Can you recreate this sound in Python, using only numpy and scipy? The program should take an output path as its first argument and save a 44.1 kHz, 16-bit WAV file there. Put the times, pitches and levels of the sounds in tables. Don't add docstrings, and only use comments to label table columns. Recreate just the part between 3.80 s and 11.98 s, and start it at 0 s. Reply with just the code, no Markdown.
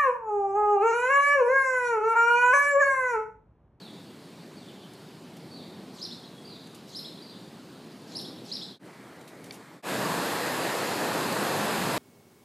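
import sys
import numpy as np
from scipy import signal
from scipy.fft import rfft, irfft, next_fast_len
from scipy.io import wavfile
from scipy.ndimage import uniform_filter1d, map_coordinates

SR = 44100
rng = np.random.default_rng(int(sys.argv[2]) if len(sys.argv) > 2 else 0)


def wav_record(signal):
    frames = np.transpose(np.atleast_2d(signal))
    bounded = np.clip(frames, -1, 1)
    quanta = np.round(bounded * 32767).astype(np.int16)
    wavfile.write(sys.argv[1], SR, quanta)


N = 360738

# (frequency [Hz], relative density [dB])
TOWN_SPECTRUM = [(25, -47), (55, -33), (80, -22.5), (110, -10), (170, -1), (290, -3.5), (380, -6),
                 (470, -11), (850, -17), (1350, -32), (2500, -35.5)]
HISS_SPECTRUM = [(1000, 5.5), (2000, -0.5), (3000, -0.5), (4500, 2), (5800, -7.5), (8500, -8.5),
                 (11000, -12), (15000, -17)]
# (peak time [s], level [dB], rise [s], fall [s])
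TOWN_SWELLS = [(2.0, -47, 0.28, 0.1), (4.39, -44.5, 0.065, 0.15)]
# (frequency [Hz], 60 dB decay time [s])
WALL_DECAY = [(2500, 0.96), (5000, 0.53), (11000, 0.7)]

# (time [s], source level [dB], pitch factor)
FAR_CALLS = [(-.03, -50, 0.94), (1.708, -50.5, 0.95), (2.643, -48, 0.99), (3.417, -50.5, 0.98)]
FAR_PEEPS = [(.768, -57, 1.3), (.815, -57, 1.04), (.876, -53, 0.96), (1.024, -56.5, 0.98)]
# (time from onset [s], base pitch [Hz], relative level [dB])
CALL_CONTOUR = [(0, 4600, -5), (.008, 4760, 7), (.036, 4740, 0), (.05, 4390, -2.5), (.08, 4000, -0.5),
                (.105, 3660, -1), (.125, 3450, -6)]
PEEP_CONTOUR = [(0, 3770, 3), (.01, 3490, 4), (.028, 3050, -1), (.04, 2850, -12)]
FLAT_CONTOUR = [(0, 3410, 0), (.02, 3320, 0), (.055, 3300, -2)]

# (time [s], level [dB], 60 dB decay time [s])
TICK_EVENTS = [(1.135, -51.5, 0.059), (1.567, -53, 0.079), (2.872, -50, .03), (2.947, -50, 0.11),
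               (4.414, -43, .022), (5.412, -52, .03), (5.477, -50.5, .14), (5.642, -46.5, 0.054),
               (5.658, -57, 0.27), (5.723, -50, 0.16), (5.741, -55, 0.17)]
# (frequency [Hz], relative density [dB])
TICK_SPECTRUM = [(800, -20), (2500, 5), (4500, 4), (8000, 3.5), (12000, 1.5), (15000, -12)]

# (arch onset [s], arch [dB], pitch factor,
# octave relative to arch [dB], lisp [dB], upslur [dB], last note [dB])
SPARROW_CHIRPS = [(2.208, -36.5, 1.0, -20, -35.5, -43.5, -52), (3.146, -36.5, 1, -14, -35.5, -43, -55),
                  (4.346, -35.8, .99, -12.5, -35.5, -45.5, -57), (4.714, -33.8, 0.99, -21, -33, -41.5, -51)]
# (time from onset [s], base pitch [Hz], relative level [dB])
LISP_CONTOUR = [(0, 8400, -35), (.02, 7900, -24.5), (.05, 6600, -24), (.075, 6010, -16.5)]
ARCH_CONTOUR = [(0, 3760, -7), (.006, 4154, -1), (.013, 4940, 0.5), (.022, 5200, -0.5), (.039, 5350, -5),
                (.045, 4350, 0.5), (.053, 3840, -5), (.06, 3540, -4)]
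UPSLUR_CONTOUR = [(0, 3230, -0.5), (.007, 3520, 2), (.018, 4040, 3), (.028, 4440, -2.5)]
# (frequency [Hz], gain [dB])
MICROPHONE_TREBLE = [(2500, -0.5), (5500, 1), (7000, -1), (9500, -5), (11000, 0), (12200, 7), (14000, 0)]

# (frequency [Hz], relative density [dB])
PATIO_SPECTRUM = [(30, -38), (60, -28), (130, -2.5), (280, -0.5), (700, -8.5), (1500, -13), (2350, -15.5),
                  (2600, -23), (4300, -22.5), (5800, -29.5), (8500, -28), (15000, -37.5)]
CRACK_SPECTRUM = [(1500, -6), (2500, -1), (5000, 0), (6500, -9), (12000, -20)]
# (frequency [Hz], level [dB], 60 dB decay time [s])
CLICK_MODES = [(2300, -35, 0.03), (3630, -37, .012), (4560, -29.5, 0.011)]

# (peak time [s], level [dB], rise [s], fall [s])
BREAKER_THUDS = [(6.26, -36.5, .06, 0.083), (7.46, -42, 0.03, 0.096), (7.82, -38, .05, 0.15),
                 (8.07, -36.5, .04, 0.057)]
# (frequency [Hz], relative density [dB])
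PLUNGE_SPECTRUM = [(25, -38), (50, -26), (90, -12), (140, 1), (200, 3), (300, -10), (500, -10)]
ROAR_SPECTRUM = [(40, -50), (120, -6.5), (300, 0.3), (450, -0.1), (800, -1.5), (930, -0.5), (1350, -5.5),
                 (1800, -5), (2250, -13.5), (2600, -14.5), (3200, -23.5)]
FOAM_SPECTRUM = [(1500, -19), (2600, 0), (3000, -4), (4000, -0.5), (5000, -2.5), (5700, -10), (6800, -6),
                 (8200, -6.5), (9700, -11), (11500, -6.5), (12700, -11.5), (14200, -19), (15300, -18)]


def amp(db):
    return 10 ** (np.asarray(db) / 20)


def unit(x):
    return x / np.sqrt(np.mean(x ** 2) + 1e-20)


def along(points, hz):
    frequencies, values = np.transpose(points)
    return np.interp(np.log(hz + 1), np.log(frequencies + 1), values)


def wobble(rate, size=N):
    knots = rng.standard_normal(int(size * rate / SR) + 4)
    return map_coordinates(knots, [np.arange(size) * rate / SR])


def filtered(x, response):
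    size = next_fast_len(N + 8192)
    return irfft(rfft(x, size) * response(np.fft.rfftfreq(size, 1 / SR)), size)[:N]


def add(track, onset_s, sound):
    start = round(onset_s * SR)
    part = sound[max(-start, 0):N - start]
    track[max(start, 0):][:len(part)] += part


def coloured_noise(spectrum, patchy_db):
    white = signal.stft(rng.standard_normal(N), nperseg=512)[2]
    patches = uniform_filter1d(rng.standard_normal(white.shape), size=5, axis=0)
    patches = uniform_filter1d(patches, size=14, axis=1)
    noise = signal.istft(white * amp(patchy_db * unit(patches)), nperseg=512)[1][:N]
    low_hz, high_hz = spectrum[0][0], spectrum[-1][0]
    rolloff = lambda hz: np.minimum(hz / low_hz, 1) ** 2 / np.maximum(hz / high_hz, 1) ** 4
    return unit(filtered(noise, lambda hz: amp(along(spectrum, hz)) * rolloff(hz)))


def swells(rows, steady_db):
    t = np.arange(N) / SR
    power = amp(steady_db) ** 2
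    for peak_s, db, rise, fall in rows:
        width = np.where(t < peak_s, rise, fall)
        power = power + amp(db) ** 2 * np.exp(-.5 * ((t - peak_s) / width) ** 2)
    return np.sqrt(power)


def garden_background():
    hum_gain = swells(TOWN_SWELLS, steady_db=-47.5) * amp(0.25 * wobble(8.9))
    hum = hum_gain * coloured_noise(TOWN_SPECTRUM, patchy_db=0.46)
    hiss = amp(-55.5) * coloured_noise(HISS_SPECTRUM, patchy_db=1.5)
    return hum + hiss


def syllable(contour, pitch, jitter, octave_db):
    times, pitches, levels = np.transpose(contour)
    size = round(times[-1] * SR)
    t = np.arange(size) / SR
    hz, db = np.interp(t, times, pitches), np.interp(t, times, levels)
    phase = 2 * np.pi * np.cumsum(hz * pitch * (1 + jitter * wobble(900, size))) / SR
    envelope = amp(db + 2.6 * wobble(280, size)) * signal.windows.tukey(size, .1)
    rasp = 1.2 * wobble(1200, size)
    octave = amp(octave_db) * (hz / hz.max()) ** 2 * np.sin(2 * phase + rasp)
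    return envelope * (np.sin(phase) + octave)


def reverberation(x, delay_s):
    hz, t, noise = signal.stft(rng.standard_normal(SR // 2), SR, nperseg=256)
    decay = amp(-60 * t / along(WALL_DECAY, hz)[:, None])
    tail = signal.istft(noise * decay, SR, nperseg=256)[1]
    tail = np.pad(tail, (round(delay_s * SR), 0))
    return signal.fftconvolve(x, tail / np.linalg.norm(tail))[:N]


def far_bird():
    calls, peeps = np.zeros(N), np.zeros(N)
    for onset, db, pitch in FAR_CALLS:
        add(calls, onset, amp(db) * syllable(CALL_CONTOUR, pitch, jitter=0.02, octave_db=-28))
    for onset, db, pitch in FAR_PEEPS:
        add(peeps, onset, amp(db) * syllable(PEEP_CONTOUR, pitch, jitter=0.026, octave_db=-30))
    flat_note = amp(-55.5) * syllable(FLAT_CONTOUR, pitch=1, jitter=0.02, octave_db=-30)
    add(peeps, onset_s=2.565, sound=flat_note)
    direct = amp(-6) * calls + amp(-2) * peeps
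    song = calls + amp(-3) * peeps
    early = amp(1.5) * reverberation(song, delay_s=.002)
    far_wall = amp(-7.5) * reverberation(song, delay_s=0.11)
    return direct + early + far_wall


def ticks():
    t = np.arange(SR // 4) / SR
    envelope = np.zeros(N)
    for onset, db, t60 in TICK_EVENTS:
        add(envelope, onset, amp(db - 60 * t / t60))
    return envelope * coloured_noise(TICK_SPECTRUM, patchy_db=1)


def sparrow():
    song = np.zeros(N)
    lisp_s = LISP_CONTOUR[-1][0]
    for onset, db, pitch, octave_db, lisp_db, upslur_db, last_db in SPARROW_CHIRPS:
        high_lisp = syllable(LISP_CONTOUR, pitch, jitter=0.0846, octave_db=-28)
        low_lisp = syllable(LISP_CONTOUR, pitch * .63, jitter=0.128, octave_db=-8.5)
        add(song, onset - lisp_s, amp(lisp_db) * (high_lisp + amp(5.5) * low_lisp))
        arch = syllable(ARCH_CONTOUR, pitch, jitter=0.033, octave_db=octave_db)
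        hoarse_voice = syllable(ARCH_CONTOUR, pitch * .85, jitter=0.095, octave_db=-5)
        add(song, onset, amp(db) * (arch + amp(-19.5) * hoarse_voice))
        upslur = syllable(UPSLUR_CONTOUR, pitch, jitter=0.035, octave_db=-14.5)
        add(song, onset + .099, amp(upslur_db) * upslur)
        shimmer = syllable(ARCH_CONTOUR, pitch * 2.2, jitter=0.0404, octave_db=-60)
        add(song, onset + .032, amp(db + octave_db - 9) * shimmer)
        last_note = syllable(UPSLUR_CONTOUR, pitch * .97, jitter=0.022, octave_db=-29)
        add(song, onset + .226, amp(last_db) * last_note)
    direct = filtered(song, lambda hz: amp(along(MICROPHONE_TREBLE, hz)))
    return direct + amp(-0.5) * reverberation(direct, delay_s=.006)


def patio_murmur():
    return amp(-47.3 + 0.35 * wobble(6)) * coloured_noise(PATIO_SPECTRUM, patchy_db=1.5)


def click(onset_s=5.7085, attack_s=0.00045, crack_t60_s=.018):
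    t = np.arange(SR // 4) / SR
    ring = sum(amp(db - 60 * t / t60) * np.sin(2 * np.pi * hz * t) for hz, db, t60 in CLICK_MODES)
    crack = amp(-36.5 - 60 * t / crack_t60_s) * coloured_noise(CRACK_SPECTRUM, patchy_db=0)[:len(t)]
    track = np.zeros(N)
    add(track, onset_s, (ring + crack) * (1 - np.exp(-t / attack_s)))
    return track


def foam_fizz(bursts_per_s=1500):
    bursts = rng.standard_normal(N) * rng.exponential(size=N) * (rng.random(N) < bursts_per_s / SR)
    low_hz = FOAM_SPECTRUM[0][0]
    return unit(filtered(bursts, lambda hz: amp(along(FOAM_SPECTRUM, hz)) * (hz > low_hz)))


def surf(build_start_s=7.34, build_s=0.47):
    next_wave = np.clip((np.arange(N) / SR - build_start_s) / build_s, 0, 1)
    surge = wobble(7.8)
    churn = coloured_noise(PLUNGE_SPECTRUM, patchy_db=1.5)
    wash = coloured_noise(ROAR_SPECTRUM, patchy_db=1.1)
    plunge = swells(BREAKER_THUDS, steady_db=-47) * amp(0.95 * wobble(12)) * churn
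    roar = amp(-30.5 + 1.2 * next_wave + 0.11 * surge) * wash
    bubbles = amp(-17) * foam_fizz() + coloured_noise(FOAM_SPECTRUM, patchy_db=1)
    foam = amp(-38 + 1.3 * next_wave + 0.2 * surge) * bubbles
    return plunge + roar + foam


def scene():
    t = np.arange(N) / SR
    patio_start_s, beach_start_s, fade_s = 4.989, 6.024, .072
    fade = lambda time: np.clip(time / fade_s, 0, 1)
    garden = (garden_background() + sparrow() + far_bird()) * fade(patio_start_s - t)
    transients = ticks() + click()
    patio = patio_murmur() * fade(t - patio_start_s) * fade(beach_start_s - t)
    beach = surf() * fade(t - beach_start_s)
    mix = garden + transients + patio + beach
    return np.array([mix, mix])


def record(dry):
    cutoff_hz = 15350
    return np.array([filtered(channel, lambda hz: hz < cutoff_hz) for channel in dry])


dry = scene()
out = record(dry)
wav_record(out)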